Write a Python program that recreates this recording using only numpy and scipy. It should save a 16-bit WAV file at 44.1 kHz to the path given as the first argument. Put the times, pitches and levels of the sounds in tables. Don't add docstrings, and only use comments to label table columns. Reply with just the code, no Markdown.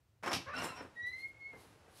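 import sys
import numpy as np
from scipy import signal
from scipy.fft import rfft, irfft
from scipy.io import wavfile
from scipy.ndimage import uniform_filter1d

SR = 44100
rng = np.random.default_rng(int(sys.argv[2]) if len(sys.argv) > 2 else 0)


def master(y):
    cut = np.clip(np.atleast_2d(y).T, -1, 1)
    pcm = np.round(cut * 32767)
    wavfile.write(sys.argv[1], SR, pcm.astype(np.int16))


N = 88200
T = np.arange(N) / SR


def undb(db):
    return 10 ** (np.asarray(db) / 20)


def unit_rms(x):
    return x / np.sqrt(np.mean(x ** 2))


def unit_energy(x):
    return x / np.sqrt(np.sum(x ** 2))


def fade(rows):
    rows = np.array(rows)
    return undb(np.interp(T, rows[:, 0], rows[:, -1])) * (T >= rows[0, 0]) * (T <= rows[-1, 0])


def arch(at, length):
    return np.sin(np.pi * np.clip((T - at) / length, 0, 1))


def decay(t60):
    return np.exp(-np.log(1000) * T / t60)


def conv(x, response):
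    return signal.fftconvolve(x, response)[:N]


def colour(x, points):
    hz, db = np.array(points).T
    octave = np.log2(np.maximum(np.arange(2049) * SR / 4096, 1))
    outside = np.maximum(np.log2(hz[0]) - octave, 0) + np.maximum(octave - np.log2(hz[-1]), 0)
    curve_db = np.interp(octave, np.log2(hz), db) - 18 * outside
    cepstrum = irfft(np.log(undb(curve_db)))
    causal = np.r_[cepstrum[0], 2 * cepstrum[1:2048]]
    response = irfft(np.exp(rfft(causal, 4096)))
    return conv(x, unit_energy(response))


def ring(modes):
    return unit_energy(sum((-1) ** k * undb(db) * decay(t60) * np.sin(2 * np.pi * hz * T)
                           for k, (hz, db, t60) in enumerate(modes)))


def wobble(rate_hz):
    hold = int(SR / rate_hz)
    stepped = rng.standard_normal(N)[np.arange(N) // hold]
    return 1.2 * uniform_filter1d(stepped, hold)


def grains(per_s, spread_db):
    slips = (rng.random(N) < per_s / SR) * rng.choice([-1, 1], N)
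    sizes = undb(spread_db * np.minimum(rng.exponential(size=N), 4))
    return unit_rms(slips * sizes)


def burst(at, t60, attack_s=0.0025):
    chatter = grains(9000, spread_db=2.27) * decay(t60) * (1 - np.exp(-T / attack_s))
    return np.r_[np.zeros(int(at * SR)), unit_energy(chatter)][:N] * np.sqrt(SR / 100)


def stick_slip(glide, parts_db, jitter, edge=1, flutter_db=.9):
    at, hz = np.array(glide).T[:2]
    pitch = np.interp(T, at, hz) * (1 + jitter * wobble(400))
    phase = 2 * np.pi * np.cumsum(pitch) / SR
    tone = np.zeros(N)
    for k, db in enumerate(parts_db):
        gain = undb(db + flutter_db * (k + 1.5) * wobble(59.85))
        tone += (edge if k else 1) * gain * np.sin((k + 1) * phase)
    return tone


def room(x, wet_db):
    predelay_s, build_s, split_hz = .004, .06, 6200
    density = np.minimum(.02 + (T / build_s) ** 2, 1)
    echoes = rng.standard_normal(N) * (rng.random(N) < density) / np.sqrt(density)
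    low, high = (signal.sosfilt(signal.butter(3, split_hz, side, fs=SR, output="sos"), echoes)
                 for side in ("low", "high"))
    tail = unit_energy((low * decay(t60=.34) + high * decay(t60=.25)) * (T > predelay_s))
    return (x + undb(wet_db) * conv(x, tail)) / np.hypot(1, undb(wet_db))


def room_tone(level_db=-70.5):
    # frequency in Hz, relative level in dB.
    bed_eq = [(30, -16.5), (80, 1), (125, -4.5), (175, -21), (600, -24.5), (1000, -28.5), (3900, -35.5),
              (15000, -43)]
    return undb(level_db) * unit_rms(colour(rng.standard_normal(N), bed_eq))


def doorway_foley():
    # start in seconds, level in dB.
    impact_cues = [(0.805, -43.5), (0.843, -50.5), (1.53, -52), (1.558, -57), (1.877, -61)]
    # peak time, rise and fall in seconds, level in dB.
    rustles = [(1.002, 0.022, 0.013, -76), (1.067, 0.0043, 0.039, -65), (1.204, 0.043, 0.038, -65.5),
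               (1.29, 0.024, 0.018, -73.5), (1.609, 0.043, 0.088, -65.5), (1.985, 0.038, 0.03, -60)]
    # time in seconds, level in dB.
    shuffle_levels = [(0.25, -87.5), (0.5, -66.5), (0.9, -64), (1.1, -66), (1.45, -67), (1.62, -61),
                      (1.8, -64.5), (2.0, -63)]
    # frequency in Hz, relative level in dB.
    impact_eq = [(70, -29), (120, -7), (350, -1), (550, -2), (1000, -8), (1700, -11), (4000, -35)]
    cloth_eq = [(200, -15), (700, -3), (2000, -10), (4000, -2.5), (7000, -9), (11000, -3.5), (15000, -18)]
    shuffle_eq = [(35, -3.5), (60, -9.5), (114, -4), (153, -10), (390, -9), (549, -11), (1400, -16.5),
                  (6450, -31), (10900, -36), (14000, -55)]
    impacts = colour(sum(undb(db) * burst(at, t60=0.12) for at, db in impact_cues), impact_eq)
    swish = sum(undb(db) * np.exp(-np.maximum((at - T) / rise, (T - at) / fall))
                for at, rise, fall, db in rustles)
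    movement = undb(np.interp(T, *np.array(shuffle_levels).T))
    shuffle = colour(movement * grains(6000, spread_db=2), shuffle_eq)
    cloth = colour(swish * grains(7000, spread_db=1.3), cloth_eq)
    return room(impacts + cloth + shuffle, wet_db=-15)


def door_leaf():
    # frequency in Hz, relative level in dB, T60 in seconds.
    modes = [(88, -1, 0.24), (123, 5, 0.28), (174, 7, 0.18), (212, 4, .12), (268, 7, 0.26), (334, 3, 0.2)]
    # start in seconds, strength in dB, length in seconds.
    thuds = [(0.258, -44, 0.003), (0.326, -31.5, 0.0054), (0.359, -37, 0.001), (0.46, -31, 0.0096),
             (0.58, -45, 0.0077), (0.626, -52.5, 0.0012), (0.694, -46, 0.0026), (0.804, -46, 0.002),
             (0.859, -54, 0.0041), (1.02, -38, 0.0094), (1.534, -62, 0.0025)]
    pushes = sum(undb(db) * arch(at, length) / (length * SR) for at, db, length in thuds)
    boom = ring(modes)
    return room(conv(pushes, 2 * boom / np.abs(boom).max()), wet_db=-11.5)


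def scrape():
    # time in seconds, level in dB.
    edge_levels = [(0.455, -83), (0.475, -50), (0.525, -55.5), (0.56, -43), (0.59, -41), (0.645, -49),
                   (0.685, -48.5), (0.745, -68), (0.765, -50.5), (0.81, -55.5), (0.85, -96), (0.92, -85)]
    bolt_levels = [(0.53, -100), (0.54, -63.5), (0.565, -69.5), (0.585, -55), (0.612, -64), (0.645, -43),
                   (0.668, -69), (0.70, -91), (0.74, -89), (0.757, -64), (0.80, -82.5), (0.83, -65)]
    # frequency in Hz, relative level in dB.
    edge_eq = [(35, -62), (60, -2.5), (160, -1), (260, -3.5), (385, -7.5), (464, -5.5), (1020, -0.5),
               (2530, -7.5), (2840, -12), (4520, -19.5), (5450, -19), (6410, -24.5), (7720, -61),
               (15500, -45)]
    bolt_eq = [(3000, -31), (4100, 6), (4800, -59), (5350, -14), (6400, -4), (7600, 11), (8300, 2),
               (8950, 10.5), (10000, -2.5), (10900, 2.5), (15000, -11)]
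    edge = colour(grains(2500, spread_db=4.6) * fade(edge_levels), edge_eq)
    bolt = colour(grains(7200, spread_db=0.95) * fade(bolt_levels), bolt_eq)
    return room(edge + bolt, wet_db=3.5)


def latch(ring_db=-21):
    # start in seconds, wood level in dB, metal against wood in dB.
    blows = [(0.231, -46.5, -19.5), (0.239, -43.5, -23), (0.259, -37.5, -12.5), (0.266, -38, -31),
             (0.275, -34.5, -17), (0.314, -34.5, -10.5), (0.329, -38.5, 5.5), (0.344, -41.5, 5.5),
             (0.36, -44.5, 5), (0.583, -50.5, -1), (0.620, -39.5, -14), (0.639, -39, -10),
             (0.655, -40.5, -23)]
    # time in seconds, level in dB.
    spindle_levels = [(0.226, -59), (0.235, -41.5), (0.27, -46.5), (0.30, -44.5), (0.325, -37), (0.36, -72),
                      (0.39, -73)]
    # frequency in Hz, relative level in dB.
    wood_eq = [(110, -7), (200, 1.5), (400, 2.5), (700, 3.5), (1200, 2.5), (2060, -2), (3100, -11.5),
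               (4800, -21), (5400, -16.5), (6100, -21), (7800, -22.5), (11000, -26.5), (15000, -39)]
    metal_eq = [(880, -18), (1500, -8.5), (2600, 4), (4400, -0.5), (5400, 1.5), (6000, -2), (6800, -10.5),
                (11300, -12), (15500, -35)]
    # frequency in Hz, relative level in dB, T60 in seconds.
    modes = [(2190, -4, .16), (2412, -1, .18), (2584, -2, .16), (3635, -7, .12), (4725, -5, .16),
             (5010, -4, .16), (5325, -3, .08), (5730, -6, .09), (6000, -4, .12)]
    knocks = sum(undb(db) * burst(at, t60=0.073) for at, db, _ in blows)
    grind = fade(spindle_levels) * grains(4700, spread_db=2.7)
    clacks = sum(undb(db + metal_db) * burst(at, t60=0.085) for at, db, metal_db in blows)
    ringing = undb(ring_db) * conv(clacks, ring(modes))
    return room(colour(knocks + grind, wood_eq) + colour(clacks, metal_eq) + ringing, wet_db=-8.5)


def creaks():
    # time in seconds, pitch in Hz, level in dB.
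    groan_path = [(0.460, 496, -56), (0.469, 510.5, -45.5), (0.493, 560, -40), (0.52, 588, -45),
                  (0.542, 600, -42), (0.555, 560, -77)]
    creak_path = [(0.52, 1242, -48.5), (0.55, 1329, -44), (0.575, 1377, -39.5), (0.61, 1413, -39.5),
                  (0.64, 1439, -52), (0.672, 1426, -69), (0.692, 1385, -43.5), (0.72, 1338, -49),
                  (0.75, 1260, -54)]
    # start and length in seconds, pitch in Hz, level in dB.
    chirp_cues = [(0.234, 0.11, 5380, -54), (0.292, .015, 5400, -48.5), (0.532, 0.029, 1490, -43.5),
                  (0.563, 0.013, 5325, -46), (0.572, 0.027, 5340, -48.5), (0.581, 0.032, 1043, -46.5),
                  (0.616, 0.0085, 5780, -47), (0.636, 0.021, 5372, -44), (0.699, 0.019, 1330, -45.5),
                  (0.71, 0.044, 1035, -49.5), (0.741, 0.071, 5580, -59.5), (0.77, 0.05, 5300, -63.5)]
    groan = fade(groan_path) * stick_slip(groan_path, parts_db=[-7.5, -4, -9, -16, -29.5], jitter=.052)
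    creak = fade(creak_path) * stick_slip(creak_path, parts_db=[-9, -5.5, -16, -27], jitter=.009)
    chirps = sum(undb(db) * arch(at, length) * stick_slip([(at, hz)], parts_db=[2.5, -20.5], jitter=.006)
                 for at, length, hz, db in chirp_cues)
    return room(groan + creak + chirps, wet_db=-8)


def hinge():
    # time in seconds, level in dB.
    levels = [(0.955, -65), (0.972, -44.5), (0.995, -39.5), (1.035, -35.3), (1.09, -39), (1.118, -58),
              (1.13, -38.5), (1.18, -47), (1.215, -47), (1.238, -40), (1.278, -46), (1.293, -69),
              (1.39, -64), (1.412, -50), (1.47, -42.5), (1.497, -56), (1.535, -52), (1.565, -56),
              (1.577, -75)]
    # time in seconds, pitch in Hz.
    glide = [(0.955, 1893), (1.0, 1914), (1.045, 1942), (1.135, 2040), (1.235, 2142), (1.35, 2195),
             (1.41, 2162), (1.455, 2168), (1.495, 2195), (1.535, 2110), (1.585, 2085)]
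    # time in seconds, gain on the overtones in dB.
    brightness = [(0.96, -17.5), (1.0, -31), (1.03, -17), (1.07, -17.5), (1.10, -9), (1.16, -16),
                  (1.225, -8), (1.26, -34), (1.32, -20), (1.46, -24), (1.58, -29)]
    # delay in seconds, gain in dB.
    walls = [(.021, -17), (.043, -15)]
    note = fade(levels) * stick_slip(glide, parts_db=[-0.5, -2.5, -19], jitter=.0015, edge=fade(brightness))
    echoes = sum(undb(db) * np.interp(T - delay, T, note) for delay, db in walls)
    return room(note + echoes, wet_db=-13)


def scene():
    return (room_tone() + latch() + door_leaf() + scrape() + creaks() + hinge() + doorway_foley())[None]


def record(dry, low_cut_hz=55, high_cut_hz=15650):
    thinned = signal.sosfilt(signal.butter(4, low_cut_hz, "high", fs=SR, output="sos"), dry)
    return signal.sosfilt(signal.ellip(10, .2, 70, high_cut_hz, fs=SR, output="sos"), thinned)


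dry = scene()
out = record(dry)
master(out)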